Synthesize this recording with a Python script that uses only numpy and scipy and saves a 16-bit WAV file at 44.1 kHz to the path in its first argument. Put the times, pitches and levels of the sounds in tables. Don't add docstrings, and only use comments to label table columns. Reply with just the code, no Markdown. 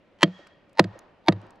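import sys
import numpy as np
from scipy import signal
from scipy.fft import rfft, irfft
from scipy.io import wavfile
from scipy.ndimage import uniform_filter1d

SR = 44100
rng = np.random.default_rng(int(sys.argv[2]) if len(sys.argv) > 2 else 0)


def unload_wav(signal):
    wavfile.write(
        sys.argv[1],
        SR,
        np.round(np.clip(np.atleast_2d(signal).T, -1, 1) * 32767).astype(np.int16),
    )


def undo_db(level):
    steps = np.asarray(level, float) / 20
    return 10 ** steps


N = 70560

# (frequency [Hz], density [dB per Hz])
AIR_SPECTRUM = [(12, -46), (20, -22), (53, -17.5), (228, -10), (388, -13), (485, -16.5), (542, -9),
                (802, -21), (2750, -27.5), (16000, -72.5)]
AIR_DB = -60.5
# (frequency [Hz], correlation [0 to 1])
AIR_LIKENESS = [(60, 0.96), (240, 0.74), (950, 0.89), (3770, 0.6), (15000, 0.3)]

# (time [s], level [dB], tilt [dB per octave], upper ring [dB], lower ring [dB])
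CARRY = [(.2300, 1.05, 0, -23.5, -26.5), (0.793, 6.6, -5, -49, -31.5), (1.2856, 6.5, -5.5, -49, -37)]
# (frequency [Hz], level [dB], t60 [s], rise [s])
CARRIED_RINGS = [(3290, 2, .03, 0.00073), (1892, 1.5, .035, 0.00066)]
# (frequency [Hz], level [dB])
TREES_COLOUR = [(60, -26.5), (200, -13), (400, -4), (800, 5), (1400, -0.5), (2500, -4.5), (4800, -9.5),
                (7000, -19.5), (12000, -46.5)]
# (frequency [Hz], t60 [s])
TREES_DECAY = [(200, 1.3), (1000, 0.94), (3300, 0.73), (5000, 0.73), (9000, 0.27)]
TREES_DB, TREES_PEAK_S, TREES_RISE_S = -51.5, 0.17, 0.15
NEAR_DB, NEAR_T60_S = -49, 0.14

# (frequency [Hz], level [dB])
SLAP_COLOUR = [(150, -31.5), (330, -6.5), (550, 6), (700, -4.5), (1100, -28.5)]
SLAP_S, SLAP_DB = 0.163, -34

# (time [s], level [dB], centre [Hz], t60 [s])
TICKS = [(.4683, -45, 1460, 0.03), (.4700, -50.5, 4940, .02), (0.694, -62.5, 4850, 0.02),
         (.7304, -56, 7500, 0.0087), (.828, -58, 5000, 0.019), (0.9903, -38, 6200, 0.0096),
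         (1.1345, -74, 3100, .01), (1.4158, -55, 5500, 0.0093), (1.4664, -67, 7000, 0.017),
         (1.506, -48.5, 6550, 0.01), (1.5564, -65, 6110, 0.019)]

# (time [s], early copies [dB], swelling tone [dB])
LEADS = [(.2300, -1.1, -24.5), (.7940, -3.2, -18), (1.2839, -7, -20.5)]
# (level [dB]), added to the blow's own copy level
EARLY_COPIES = [-21.5, -31.5, -50, -50.5]
EARLY_STEP_S, EARLY_LOW_CUT_HZ = 0.0106, 800
LEAD_PARTIALS = (900, 790)
LEAD_T60_S = 0.045

# (time [s], crack [dB], crack tilt [dB per octave], baton [dB], blade [dB], log [dB],
# log pitch [ratio], log ring time [ratio], stump [dB])
BLOWS = [(.2300, -6.5, 1, -16, -2.5, -7.5, .99, 1.21, -35),
         (.2760, -49, -2.5, -54, -69, -30.5, 1.02, 0.85, -55),
         (.7940, -8, -0.5, -13.5, -29, -5.5, 1.01, 0.91, -22),
         (.8415, -35, 0.3, -40, -44, -26, 1.04, 1.27, -27),
         (.905, -77, -6, -76, -74, -60, 0.74, 0.44, -37.5),
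         (1.2836, -5.5, -4.58, -13.5, -44.5, -3, .99, 0.784, -20),
         (1.3233, -30.5, -2.4, -34.5, -41, -28.5, 1.01, 1.18, -24.5),
         (1.364, -77, -2., -56, -68, -38.5, 1.005, 0.93, -47),
         (1.427, -78, 6, -61, -58, -40, .99, 0.66, -46)]
# (frequency [Hz], density [dB per Hz])
CRACK_SPECTRUM = [(290, -34.5), (500, -3.5), (1820, -10.5), (2390, -14), (4600, -13), (5630, -28),
                  (6420, -26.5), (11300, -45.5), (16000, -81.5)]
# (frequency [Hz], level [dB])
CRACK_TAIL_COLOUR = [(500, 0), (3000, -3), (6000, -14.5), (12000, -45)]
CRACK_HOLD_S, CRACK_T60_S = 0.0027, 0.015
CRACK_TAIL_DB, CRACK_TAIL_T60_S = -34, 0.23
# (frequency [Hz], level [dB], t60 [s], rise [s])
BATON = [(965, -4, .04, 0.0033), (1052.4, -14.5, 0.03, 0.0016), (1261.4, -1, 0.038, 0.003),
         (1687, -6.5, 0.031, 0.00023), (1843, -5.5, 0.039, 0.00017), (2500, -13.5, .02, 0.0001),
         (3825, 4, 0.0089, .0003), (4343, -7.5, 0.0096, 0.0001), (6130, -20.5, 0.023, .0003)]
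# (frequency [Hz], level [dB], t60 [s], rise [s])
BLADE = [(1902, -9.5, 0.031, 0.00048), (2222, -11, .025, 0.0024), (3179, -0.5, 0.026, 0.003),
         (3258, -1, 0.02, 0.00082), (4562, -12.5, .025, 0.0017)]
# (frequency [Hz], level [dB], t60 [s], rise [s])
LOG = [(170.85, -3, 0.11, 0.0045), (186.64, -7, .16, 0.0079), (318.7, 2.5, .05, 0.0019),
       (341.5, -12.5, 0.094, .003), (491, -22.5, 0.13, 0.0016), (593.7, -11, 0.063, 0.0013),
       (672, -14.5, 0.079, .002)]
# (frequency [Hz], level [dB], t60 [s], rise [s])
STUMP = [(103.6, -1, 0.22, 0.0067), (131.2, -11, 0.19, .015)]
BLADE_LAG_S, LOG_LAG_S = 0.001791, 0.0027
THIN_HZ = 90

# (frequency [Hz], left minus right [dB])
PORT_LEAN = [(60, 0), (125, .2), (300, -1.3), (700, -.6), (1500, -1.1), (3000, -1.2), (6000, -.8),
             (10000, .6), (14000, -4)]
# (frequency [Hz], left lead [radians])
PORT_LEAD = [(60, .08), (150, .04), (300, -.22), (700, -.24), (1500, -.5), (3000, -.7), (6000, -.6),
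             (10000, .6), (14000, 1.5)]
CEILING, EDGE_HZ = 0.93, 16400


def evened(x):
    return x / np.sqrt(np.mean(x ** 2) + 1e-20)


def read(points, hz):
    point_hz, value = np.transpose(points)
    return np.interp(np.log(hz + 1), np.log(point_hz + 1), value)


def tilted(points, tilt_db):
    return [(hz, db + tilt_db * np.log2(hz / 1000)) for hz, db in points]


def colour(x, points):
    size = x.shape[-1]
    gain = undo_db(read(points, np.fft.rfftfreq(size, 1 / SR)))
    return irfft(rfft(x) * gain, size)


def add(mix, s, sound):
    part = mix[round(s * SR):][:len(sound)]
    part += sound[:len(part)]


def ring(modes, ratio=1, lasts=1):
    t = np.arange(SR // 2) / SR
    out = np.zeros(len(t))
    for hz, db, t60, rise in modes:
        envelope = undo_db(db - 60 * t / (t60 * lasts)) * (1 - np.exp(-t / rise)) ** 2
        out += envelope * np.sin(2 * np.pi * hz * ratio * t)
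    return out


def air():
    frames, hz = N // 256 + 5, np.fft.rfftfreq(1024, 1 / SR)
    a, b, c, d, patches = rng.standard_normal((frames, 513, 5)).T
    patches = uniform_filter1d(patches, size=10, axis=0)
    patches = evened(uniform_filter1d(patches, size=12, axis=1))
    same = np.clip(read(AIR_LIKENESS, hz), -1, 1)[:, None]
    left = a + 1j * b
    right = same * left + np.sqrt(1 - same ** 2) * (c + 1j * d)
    level_db = read(AIR_SPECTRUM, hz)[:, None] + 0.5 * patches
    noise = signal.istft(np.array([left, right]) * undo_db(level_db), nperseg=1024, noverlap=768)[1]
    return undo_db(AIR_DB) * evened(noise[:, :N])


def clearing():
    out = np.zeros((2, N))
    noise = rng.standard_normal((len(CARRY), 3, SR))
    for (s, db, tilt_db, *ring_db), hiss in zip(CARRY, noise):
        stereo = 1.1 * hiss[2] + 0.71 * hiss[:2]
        hz, t, z = signal.stft(stereo, SR, nperseg=256)
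        swell = np.exp(-((t - TREES_PEAK_S) / TREES_RISE_S) ** 2)
        decay = undo_db(-60 * (t - TREES_PEAK_S) / read(TREES_DECAY, hz)[:, None])
        wash = undo_db(TREES_DB) * np.where(t < TREES_PEAK_S, swell, decay)
        near = undo_db(NEAR_DB - 60 * t / NEAR_T60_S)
        tone = undo_db(db + read(tilted(TREES_COLOUR, tilt_db), hz)[:, None])
        tail = signal.istft(z * (wash + near) * tone, SR, nperseg=256)[1]
        sent = signal.unit_impulse(SR // 2)
        for mode_db, mode in zip(ring_db, CARRIED_RINGS):
            sent += undo_db(mode_db) * ring([mode])
        for channel, sound in zip(out, signal.fftconvolve(sent[None], tail, axes=1)):
            add(channel, s, sound)
    return out


def slap(hits):
    late = np.roll(hits, round(SLAP_S * SR))
    return undo_db(SLAP_DB) * colour(late, SLAP_COLOUR)


def ticks():
    out, t = np.zeros(N), np.arange(1024) / SR
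    noise = rng.standard_normal((len(TICKS), 1024))
    for (s, db, hz, t60), hiss in zip(TICKS, noise):
        band = [(hz / 8, -12), (hz, 0), (hz * 1.6, -10), (hz * 3, -30), (hz * 6, -60)]
        envelope = undo_db(db - 60 * t / t60) * (1 - np.exp(-t / 0.0004))
        add(out, s, envelope * evened(colour(hiss, band)))
    return out


def leads(hits):
    out, t = np.zeros(N), np.arange(2400) / SR
    thin = signal.sosfilt(signal.butter(2, EARLY_LOW_CUT_HZ, "high", fs=SR, output="sos"), hits)
    tone = sum(np.sin(2 * np.pi * hz * t) / (k + 1) ** 2 for k, hz in enumerate(LEAD_PARTIALS))
    swell = (undo_db(-60 * t / LEAD_T60_S) * tone)[::-1]
    for s, copies_db, tone_db in LEADS:
        head = thin[round(s * SR):][:1000]
        for k, db in enumerate(EARLY_COPIES):
            add(out, s - (k + 1) * EARLY_STEP_S, undo_db(db + copies_db) * head)
        add(out, s - len(t) / SR, undo_db(tone_db) * swell)
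    return out


def crack(hiss, tilt_db):
    t = np.arange(len(hiss)) / SR
    hiss = evened(colour(hiss, tilted(CRACK_SPECTRUM, tilt_db)))
    burst = undo_db(-60 * np.maximum(t - CRACK_HOLD_S, 0) / CRACK_T60_S) * hiss
    tail = undo_db(CRACK_TAIL_DB - 60 * t / CRACK_TAIL_T60_S) * colour(hiss, CRACK_TAIL_COLOUR)
    return np.minimum(t / 0.00016, 1) * (burst + tail)


def blows():
    out = np.zeros(N)
    noise = rng.standard_normal((len(BLOWS), 4096))
    baton, blade, stump = ring(BATON), ring(BLADE), ring(STUMP)
    for blow, hiss in zip(BLOWS, noise):
        s, crack_db, tilt_db, baton_db, blade_db, log_db, ratio, lasts, stump_db = blow
        add(out, s, undo_db(crack_db) * crack(hiss, tilt_db))
        add(out, s, undo_db(baton_db) * baton)
        add(out, s + BLADE_LAG_S, undo_db(blade_db) * blade)
        add(out, s + LOG_LAG_S, undo_db(log_db) * ring(LOG, ratio, lasts))
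        add(out, s + LOG_LAG_S, undo_db(stump_db) * stump)
    return signal.sosfilt(signal.butter(4, THIN_HZ, "high", fs=SR, output="sos"), out)


def ports(x):
    hz = np.fft.rfftfreq(N, 1 / SR)
    half = undo_db(read(PORT_LEAN, hz) / 2) * np.exp(0.5j * read(PORT_LEAD, hz))
    return irfft(rfft(x) * np.array([half, 1 / half]), N)


def scene():
    hits = blows()
    near = hits + leads(hits) + ticks() + slap(hits)
    return ports(near) + clearing() + air()


def top_cut(x):
    return signal.sosfilt(signal.butter(12, 16440, fs=SR, output="sos"), x)


def record(dry):
    clipped = np.clip(dry, -CEILING, CEILING)
    low_pass = signal.firwin(511, EDGE_HZ, window=("kaiser", 9), fs=SR)
    mix = signal.oaconvolve(clipped, low_pass[None], "same", axes=1)
    return top_cut(mix)


dry = scene()
out = record(dry)
unload_wav(out)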